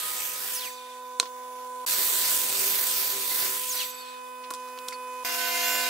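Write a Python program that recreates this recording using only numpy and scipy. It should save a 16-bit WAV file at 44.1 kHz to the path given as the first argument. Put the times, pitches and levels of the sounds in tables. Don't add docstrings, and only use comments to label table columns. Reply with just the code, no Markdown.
import sys
import numpy as np
from scipy import signal
from scipy.io import wavfile
from scipy.ndimage import uniform_filter1d

SR = 44100
rng = np.random.default_rng(int(sys.argv[2]) if len(sys.argv) > 2 else 0)


def volts_from_db(level):
    exponent = np.asarray(level, float) / 20
    return 10 ** exponent


def persist_wave(psi):
    counts = np.round(np.clip(psi, -1, 1) * 32767).astype(np.int16)
    wavfile.write(sys.argv[1], SR, np.atleast_2d(counts).T)


N = 259749

# t/s, sound out and sound in by turns
SCENE_CHANGES = [
    1.8515,
    1.863,
    5.2365,
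    5.248,
]
STOPS = [
    .68,
    3.85,
]
# trigger let go t/s, speed starts to fall t/s, brake time constant/s, top level/dB, rumble level/dB re teeth
CUTS = [
    (.53, .502, .122, 1, -30.5),
    (3.53, 3.658, .13, 1.5, -30.5),
]


def curve(table, column, t):
    rows = np.array(table, float)
    return np.interp(t, rows[:, 0], rows[:, column])


def on_log(table, hz):
    rows = np.array(table, float)
    return np.interp(np.log(hz), np.log(rows[:, 0]), rows[:, 1])


def walk(rate, n):
    hold = int(SR / rate)
    steps = np.repeat(rng.standard_normal(n // hold + 1), hold)
    return 1.48 * uniform_filter1d(uniform_filter1d(steps, hold), hold)[:n]


def span(t0, t1):
    part = slice(int(t0 * SR), min(int(t1 * SR), N))
    return part, np.arange(part.start, part.stop) / SR


def band(x, lo_hz, hi_hz, order=2):
    return signal.sosfilt(signal.butter(order, [lo_hz, hi_hz], "band", fs=SR, output="sos"), x)


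def lean(hz):
    # f/Hz, left minus right/dB
    balance = [(60, -2.5), (200, -4), (400, -3.5), (700, -2.7), (1200, -4), (2400, -3), (4400, -1.3),
               (8000, -1.3), (13000, -4)]
    return volts_from_db(on_log(balance, hz) / 2 * np.array([[1.], [-1.]]))


def band_db(colour, lo, hi):
    hz = np.linspace(lo, hi, num=200)
    return 10 * np.log10(np.mean(volts_from_db(on_log(colour, hz)) ** 2) * (hi - lo))


def hiss(n, colour, gain_db, swell_db, flicker_db, grit_db, like):
    # f/Hz, likeness 0-1
    likeness = [(60, 0), (300, 0.18), (1400, 0.18), (3100, 0.07), (6800, 0.37), (15000, 0)]
    out = np.zeros((2, n))
    swell = swell_db * walk(9.58, n) + grit_db * walk(400, n)
    white = rng.standard_normal((2, 2, n))
    for k, hz in enumerate(25 * 2 ** (np.arange(29) / 3)):
        lo, hi = hz * 2 ** (-1 / 6), hz * 2 ** (1 / 6)
        mid, side = band(white[k % 2], lo, hi)
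        c = np.clip(like * on_log(likeness, hz), 0, .98)
        shared, apart = mid * np.sqrt(1 + c), side * np.sqrt(1 - c)
        pair = np.array([shared + apart, shared - apart]) / np.sqrt((1 + c) * np.mean(mid ** 2))
        db = band_db(colour, lo, hi) + gain_db(hz) + swell + flicker_db * walk(14.06, n)
        out += pair * volts_from_db(db) * lean(hz)
    return out


def stack(hz, orders, wobble_db, lag, pace=6):
    n, turn, out = len(hz), 2 * np.pi * np.cumsum(hz) / SR, 0
    for k, db in orders:
        start = rng.uniform(0, 2 * np.pi)
        apart = lag * walk(1.97, n) * np.array([[1.], [-1.]])
        wander_db = wobble_db * (k * hz.mean() / 1000) ** .3 * walk(pace, n)
        sine = np.sin(k * turn + start + apart)
        out = out + np.sqrt(2) * volts_from_db(db + wander_db) * sine * lean(k * hz.mean())
    return out


def tone(hz, flutter_db=2.05):
    shaken = hz + 30 * walk(150, len(hz)) * min(hz[0] / 5000, 1)
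    return stack(shaken, [(1, 0)], wobble_db=flutter_db, lag=.2, pace=50)


def ring(x, hz, t60):
    r, w = np.exp(-np.log(1000) / (t60 * SR)), 2 * np.pi * hz / SR
    return signal.lfilter([np.sin(w)], [1, -2 * r * np.cos(w), r * r], x)


def unit(x):
    return x / np.abs(x).max()


def saw():
    # t/s, teeth level/dB
    loudness = [
        [(0, -37), (.28, -37), (.52, -38.5), (.56, -38.5), (.61, -40), (.66, -41), (.72, -48.5), (.86, -58),
         (1.04, -52)],
        [(1.863, -32.5), (1.9, -30.5), (2.9, -32), (3.53, -34.5), (3.6, -37.5), (3.72, -38), (3.83, -39.5),
         (3.96, -52.5), (4.25, -57)],
    ]
    bands = [
        (25, 200),
        (1600, 5000),
        (5000, 10500),
        (10500, 15800),
    ]
    # f/Hz, level/dB per Hz
    colour = [(25, -31.5), (120, -23.5), (250, -21.5), (420, -15.5), (700, -16), (1100, -14.5),
              (1800, -12.5), (3000, -11.5), (4600, -7), (6000, -11), (7700, -3), (10300, -8), (12500, -1.5),
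              (16000, -4)]
    jolts = [0.658, 3.755]
    grabs_db = [3, 5]
    bites_db = [2.5, 5.5]
    out = np.zeros((2, N))
    centres = np.log([np.sqrt(lo * hi) for lo, hi in bands])

    def share(hz):
        held = max(hz, 150) if hz > 200 else 50
        return np.array([np.interp(np.log(held), centres, one) for one in np.eye(4)])

    for track, cut, stop, jolt, grab_db, bite_db in zip(loudness, CUTS, STOPS, jolts, grabs_db, bites_db):
        off, _, _, top_db, rumble_db = cut
        part, t = span(track[0][0], track[-1][0])
        teeth = curve(track, 1, t)
        top = teeth + top_db - bite_db * np.exp(-(t - t[0]) / .077)
        top -= 10.5 * np.clip((t - stop) / .1, 0, 1)
        rumble = teeth + rumble_db - 20.5 * np.clip((t - off) / .059, 0, 1)
        rumble += 22 * np.exp(-((t - jolt) / .011) ** 2)
        grab = grab_db * np.exp(-((t - stop + .045) / .04) ** 2)
        kerf = -38 + .58 * (teeth + 35) + grab
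        levels = [rumble, kerf, teeth, top]
        moves = np.array([db - band_db(colour, lo, hi) for db, (lo, hi) in zip(levels, bands)])
        noise = hiss(len(t), colour, lambda hz: share(hz) @ moves, 0.79, 1.36, 0.91, like=1.57)
        fade = np.clip((t[-1] - t) / 0.14, 0, 1)
        out[:, part] = fade * (noise + volts_from_db(-22) * sing(noise)) * volts_from_db(-1.0)
    return out


def sing(noise):
    modes = rng.uniform(1787, 15600, size=30)
    return sum(volts_from_db(6 * walk(30, noise.shape[1])) * ring(noise, hz, .03) for hz in modes) / 30


def brake():
    # f/Hz, level/dB
    housing = [(1900, -56), (2250, -50), (2800, -38), (3900, -45), (5400, -39), (7200, -39), (8800, -46),
               (9600, -50)]
    # multiple, resonance f/Hz, width/Hz, level/dB
    flares = [(1.981, 10800, 500, -43), (2.25, 6400, 400, -39), (4.65, 6950, 900, -49)]
    lifts_db = [-1, 3.5]
    gear_hz, knee_s = 9600, .016
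    out = np.zeros((2, N))
    for (_, s, tau, _, _), lift_db in zip(CUTS, lifts_db):
        part, t = span(s - .04, s + .3)
        slowing_s = (np.hypot(t - s, knee_s) + t - s) / 2
        hz = gear_hz * np.exp(-slowing_s / tau)
        audible = np.clip(hz / 200 - 8, 0, 1)
        out[:, part] += volts_from_db(on_log(housing, hz) + lift_db) * audible * tone(hz, flutter_db=1.8)
        for k, centre_hz, width, db in flares:
            flare = volts_from_db(db) * np.exp(-((k * hz - centre_hz) / width) ** 2)
            out[:, part] += flare * tone(np.minimum(k * hz, 16000))
    return out


def whistles():
    heard = (2.04, 3.55)
    # t/s, sag f/Hz, fall/s, recovery/s
    pushes = [
        (2.17, 2650, .11, .11),
        (2.38, 950, .1, .06),
        (2.66, 850, .07, .06),
        (3.2, 3300, .17, .1),
        (3.5, 2200, .1, .1),
    ]
    # t/s, level/dB, half length/s
    drumming = [(1.995, -50, 0.027), (2.144, -51, .09), (2.65, -47.5, 0.29), (3.012, -53, .08),
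                (3.173, -45, 0.086), (3.5, -51, 0.16)]
    # t/s, length/s, from f/Hz, to f/Hz, level/dB
    glides = [(0, .45, 1248, 1256, -45), (.43, .06, 9650, 9250, -39), (0.527, .06, 9750, 9720, -39),
              (1.867, 0.083, 9700, 9700, -37), (2.346, 0.19, 8600, 8000, -37),
              (2.875, .08, 9300, 9100, -37), (3.762, 0.051, 6000, 5730, -38),
              (3.784, .05, 4300, 3700, -37.5), (3.834, .22, 12200, 12600, -48),
              (3.95, 0.23, 4800, 3670, -54), (4.92, .04, 4500, 4450, -48), (4.926, .03, 4900, 4770, -48),
              (5.25, 0.54, 1511, 1511, -37.5), (5.722, 0.13, 600, 546, -46.5)]
    out = np.zeros((2, N))
    tooth_hz, lost_hz = 15750, 12900
    part, t = span(*heard)
    hz = tooth_hz
    for s, sag, fall, recovery in pushes:
        hz = hz - sag * np.exp(-((t - s) / np.where(t < s, fall, recovery)) ** 2)
    audible = np.clip(np.minimum((hz - lost_hz) / 200, (tooth_hz - hz) / 500), 0, 1)
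    out[:, part] = volts_from_db(-40 + walk(8, len(t))) * audible * tone(hz, flutter_db=1.2)

    part, t = span(SCENE_CHANGES[1], STOPS[1])
    swell = sum(volts_from_db(db - 20 * ((t - s) / half) ** 2) for s, db, half in drumming)
    out[:, part] += swell * tone(np.full(len(t), 391.5))

    rise, fade_db = .16, 6.5
    for s, length, from_hz, to_hz, db in glides:
        part, t = span(s, s + length)
        u = (t - s) / length
        attack = u / rise if s else 1
        ends = np.clip(np.minimum(attack, (1 - u) / rise), 0, 1)
        out[:, part] += ends * volts_from_db(db - fade_db * u) * tone(from_hz + (to_hz - from_hz) * u)
    return out


def blade():
    # f/Hz, first stop level/dB, second stop level/dB, t60/s
    modes = [(3606, -54.5, -54.5, 3), (4610, -57, -54, 1.1), (6050, -51, -55, 0.6), (7900, -56, -50.5, 1.1),
             (14900, -55, -51, .5), (2470, -52, -62, 1.65), (7500, -53, -54, .6), (11000, -61, -50, 0.43),
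             (12700, -57, -52, 0.78), (13400, -58, -56, .4)]
    out = np.zeros((2, N))
    for k, s in enumerate(STOPS):
        part, t = span(s - .03, s + 0.98)
        for hz, *db, t60 in modes:
            fall = np.clip((t - t[0]) / 0.01, 0, 1) * volts_from_db(db[k] - 60 * (t - s) / t60)
            shaken = hz + 70 * walk(120, len(t))
            out[:, part] += fall * stack(shaken, [(1, 0)], wobble_db=2.4, lag=.5, pace=110)
    return out


def knocks():
    # t/s, peak level/dB, thud level/dB, tail level/dB, crack centre f/Hz
    blows = [(1.1985, -2, -14.5, -19.5, 5200), (1.228, -29, 4, -1, 4200), (1.2554, -35, -4, 2.5, 3700),
             (4.437, -40, -20, 6, 3700), (4.505, -26.5, -4, -16, 6900), (4.5085, -25, 2, -14, 7500),
             (4.5375, -23, -11, -10, 6200), (4.548, -31.5, -20, -12, 5500), (4.686, -40, -20, -18, 4800),
             (4.7757, -35.5, 0, -16, 3800), (4.7876, -28, -20, -20, 4140), (4.8815, -30, -16, -16, 7000),
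             (4.8845, -18, -18, -18, 6000), (4.8875, -26, -16, -14, 7500), (4.9084, -32, -20, -14, 4800),
             (4.9235, -31, -20, 2, 2100), (4.927, -31, -25, -4, 4700)]
    # f/Hz, width/Hz, level/dB
    high_modes = [(4140, 170, -3), (5730, 400, -8), (6500, 400, 0), (8300, 380, 5), (2590, 220, -16.5)]
    # f/Hz, width/Hz, level/dB
    beam_modes = [(318, 84, -30), (480, 43, -12.5), (740, 70, -11), (1062, 59, 1), (1380, 130, -2.5)]
    out, t = np.zeros((2, N)), np.arange(int(.3 * SR)) / SR
    tick = np.exp(-((t - .0006) / .00003) ** 2)
    for k, (s, peak_db, thud_db, tail_db, centre_hz) in enumerate(blows):
        grit = rng.standard_normal((3, len(t)))
        burst = grit[0] * t / .0007 * np.exp(-t / .0007)
        lo_hz = centre_hz / 1.4 - centre_hz ** 2 / 40000
        hi_hz = centre_hz * 1.1 + centre_hz ** 3 / 6e7
        crack = unit(band(burst, lo_hz, hi_hz))
        if k == 0:
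            rung = sum(volts_from_db(db) * ring(tick, hz, 2.2 / width) / np.sin(2 * np.pi * hz / SR)
                       for hz, width, db in high_modes)
            crack = unit(band(unit(rung + 1.25 * crack), 2400, 13000, order=3))
        tail = band(grit[1:], lo_hz, hi_hz) * volts_from_db(-60 * t / .11) * (1 - np.exp(-t / 0.00067))
        contact = tick + volts_from_db(-24) * grit[1:] * volts_from_db(-60 * t / .1)
        thud = sum(volts_from_db(db) * unit(ring(contact, hz, 2.6 / width)) for hz, width, db in beam_modes)
        hit = crack + volts_from_db(tail_db) * tail + volts_from_db(thud_db) * unit(thud)
        hit = signal.sosfilt(signal.butter(4, 260, "high", fs=SR, output="sos"), hit)
        out[:, int(s * SR):int(s * SR) + len(t)] += volts_from_db(peak_db) * lean(centre_hz) * hit
    return out


def jointer():
    # t/s, chips level/dB
    planing = [(5.25, -30), (5.252, -33), (5.742, -32), (5.89, -33)]
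    knife_orders = [-18.5, -2, -22, -13.5, -8, -1, -8, -0.5, -10.5, -12, -10, -13, -12, -12, -17, -7.5, -21,
                    -9.5, -13, -8, -8.5, -16, -18, -13, -18, -19, -12, -11.5, -14, -13, -17, -17, -17, -6,
                    -10, -19, -10, -6.5, -12, -7, -13, -11, -16, -11, -15]
    # f/Hz, level/dB per Hz
    colour = [(25, -65), (130, -55), (250, -28), (450, -20), (900, -16), (1500, -9), (2600, -6),
              (3400, -10), (5200, -7), (6000, -13), (8000, -12), (10500, -16), (13000, -14.5), (16000, -15)]
    knife_hz, knives_db, chips_db = 348.25, -6, -4
    out = np.zeros((2, N))
    part, t = span(SCENE_CHANGES[3], N / SR)
    chips_gain = chips_db - band_db(colour, 3700, 9300)
    chips = hiss(len(t), colour, lambda hz: chips_gain, 0.97, 0.95, 0.91, like=0.68)
    beat = 1 + 0.15 * np.cos(2 * np.pi * knife_hz * t)
    knives = stack(np.full(len(t), knife_hz), enumerate(knife_orders, 1), wobble_db=1.9, lag=.3, pace=24)
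    engaged = volts_from_db(knives_db - 5 * np.exp(-((t - t[0]) / .2) ** 2))
    out[:, part] = volts_from_db(curve(planing, 1, t)) * (beat * chips + engaged * knives)
    return out


def shop():
    # t/s, fourth order f/Hz, level/dB
    idle = [
        [(0, 1000, -51), (.49, 1002, -51.5), (.6, 1004, -43.5), (1.85, 1005, -39)],
        [(1.87, 1004, -45), (2.1, 1006, -45), (3.35, 1006.5, -45.5), (4.03, 1007, -42.5), (5.23, 1006.5, -39)],
        [(5.25, 1006.5, -40.5), (5.76, 1007, -37.5), (5.89, 1007, -37.5)],
    ]
    # multiple, level/dB
    idle_orders = [
        [(1, -14), (2, 0.5), (3, -13.5), (4, 7), (5, -37), (6, -11), (7, -45), (8, -63), (9, -24), (10, -25),
         (11, -46), (12, -22), (13, -53), (14, -17)],
        [(1, -17), (2, -5), (3, -24), (4, 2), (5, -22), (6, -14.0), (7, -25), (8, -24.5), (9, -42), (10, -8.5),
         (11, -38), (12, -20.5), (13, -52), (14, -23.5)] + [(16, -36), (18, -27), (20, -24.0)],
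        [(1, -12), (2, -1.5), (3, -8), (4, 4.5), (6, 4), (8, -10), (10, -7), (12, -20)],
    ]
    fan_db = [-22.5, -19, -23]
    # f/Hz, level/dB per Hz
    colour = [(25, -80), (100, -85), (190, -40), (260, -56), (350, -36), (700, -32), (1150, -29.5),
              (1600, -36), (2000, -34.5), (2700, -41.5), (3600, -37.5), (5200, -40), (7500, -36),
              (10500, -42), (16000, -38.5)]
    fan_order = 40
    air_gain = -14.5 - band_db(colour, 2150, 13000)
    out, edges = np.zeros((2, N)), [0, SCENE_CHANGES[1], SCENE_CHANGES[3], N / SR]
    for k, (track, orders) in enumerate(zip(idle, idle_orders)):
        part, t = span(edges[k], edges[k + 1])
        fourth = dict(orders)[4]
        tones = list(orders) + [(fan_order, fourth + fan_db[k])]
        hum = stack(curve(track, 1, t) / 4, tones, wobble_db=.8, lag=.3)
        air = hiss(len(t), colour, lambda hz: air_gain, 0.17, 1.5, 0.95, like=0.12)
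        out[:, part] = volts_from_db(curve(track, 2, t)) * (hum * volts_from_db(-fourth) + air)
    return out


def scene():
    t = np.arange(N) / SR
    gaps = [(t > a) & (t < b) for a, b in zip(SCENE_CHANGES[::2], SCENE_CHANGES[1::2])]
    cut = uniform_filter1d(np.where(gaps[0], volts_from_db(-24), 1.), size=20)
    hum = shop() * uniform_filter1d(np.where(gaps[1], volts_from_db(-20), 1.), size=20)
    air = gaps[1] * volts_from_db(-44.0) * band(rng.standard_normal((2, N)), 1500, 14000)
    return cut * (saw() + brake() + whistles() + blade() + knocks() + hum) + jointer() + air


def roll_off(x):
    return signal.sosfilt(signal.butter(12, 16680, fs=SR, output="sos"), x)


def record(dry):
    mix = signal.sosfilt(signal.ellip(10, .2, 60, 15680, fs=SR, output="sos"), dry)
    return roll_off(mix)


dry = scene()
out = record(dry)
persist_wave(out)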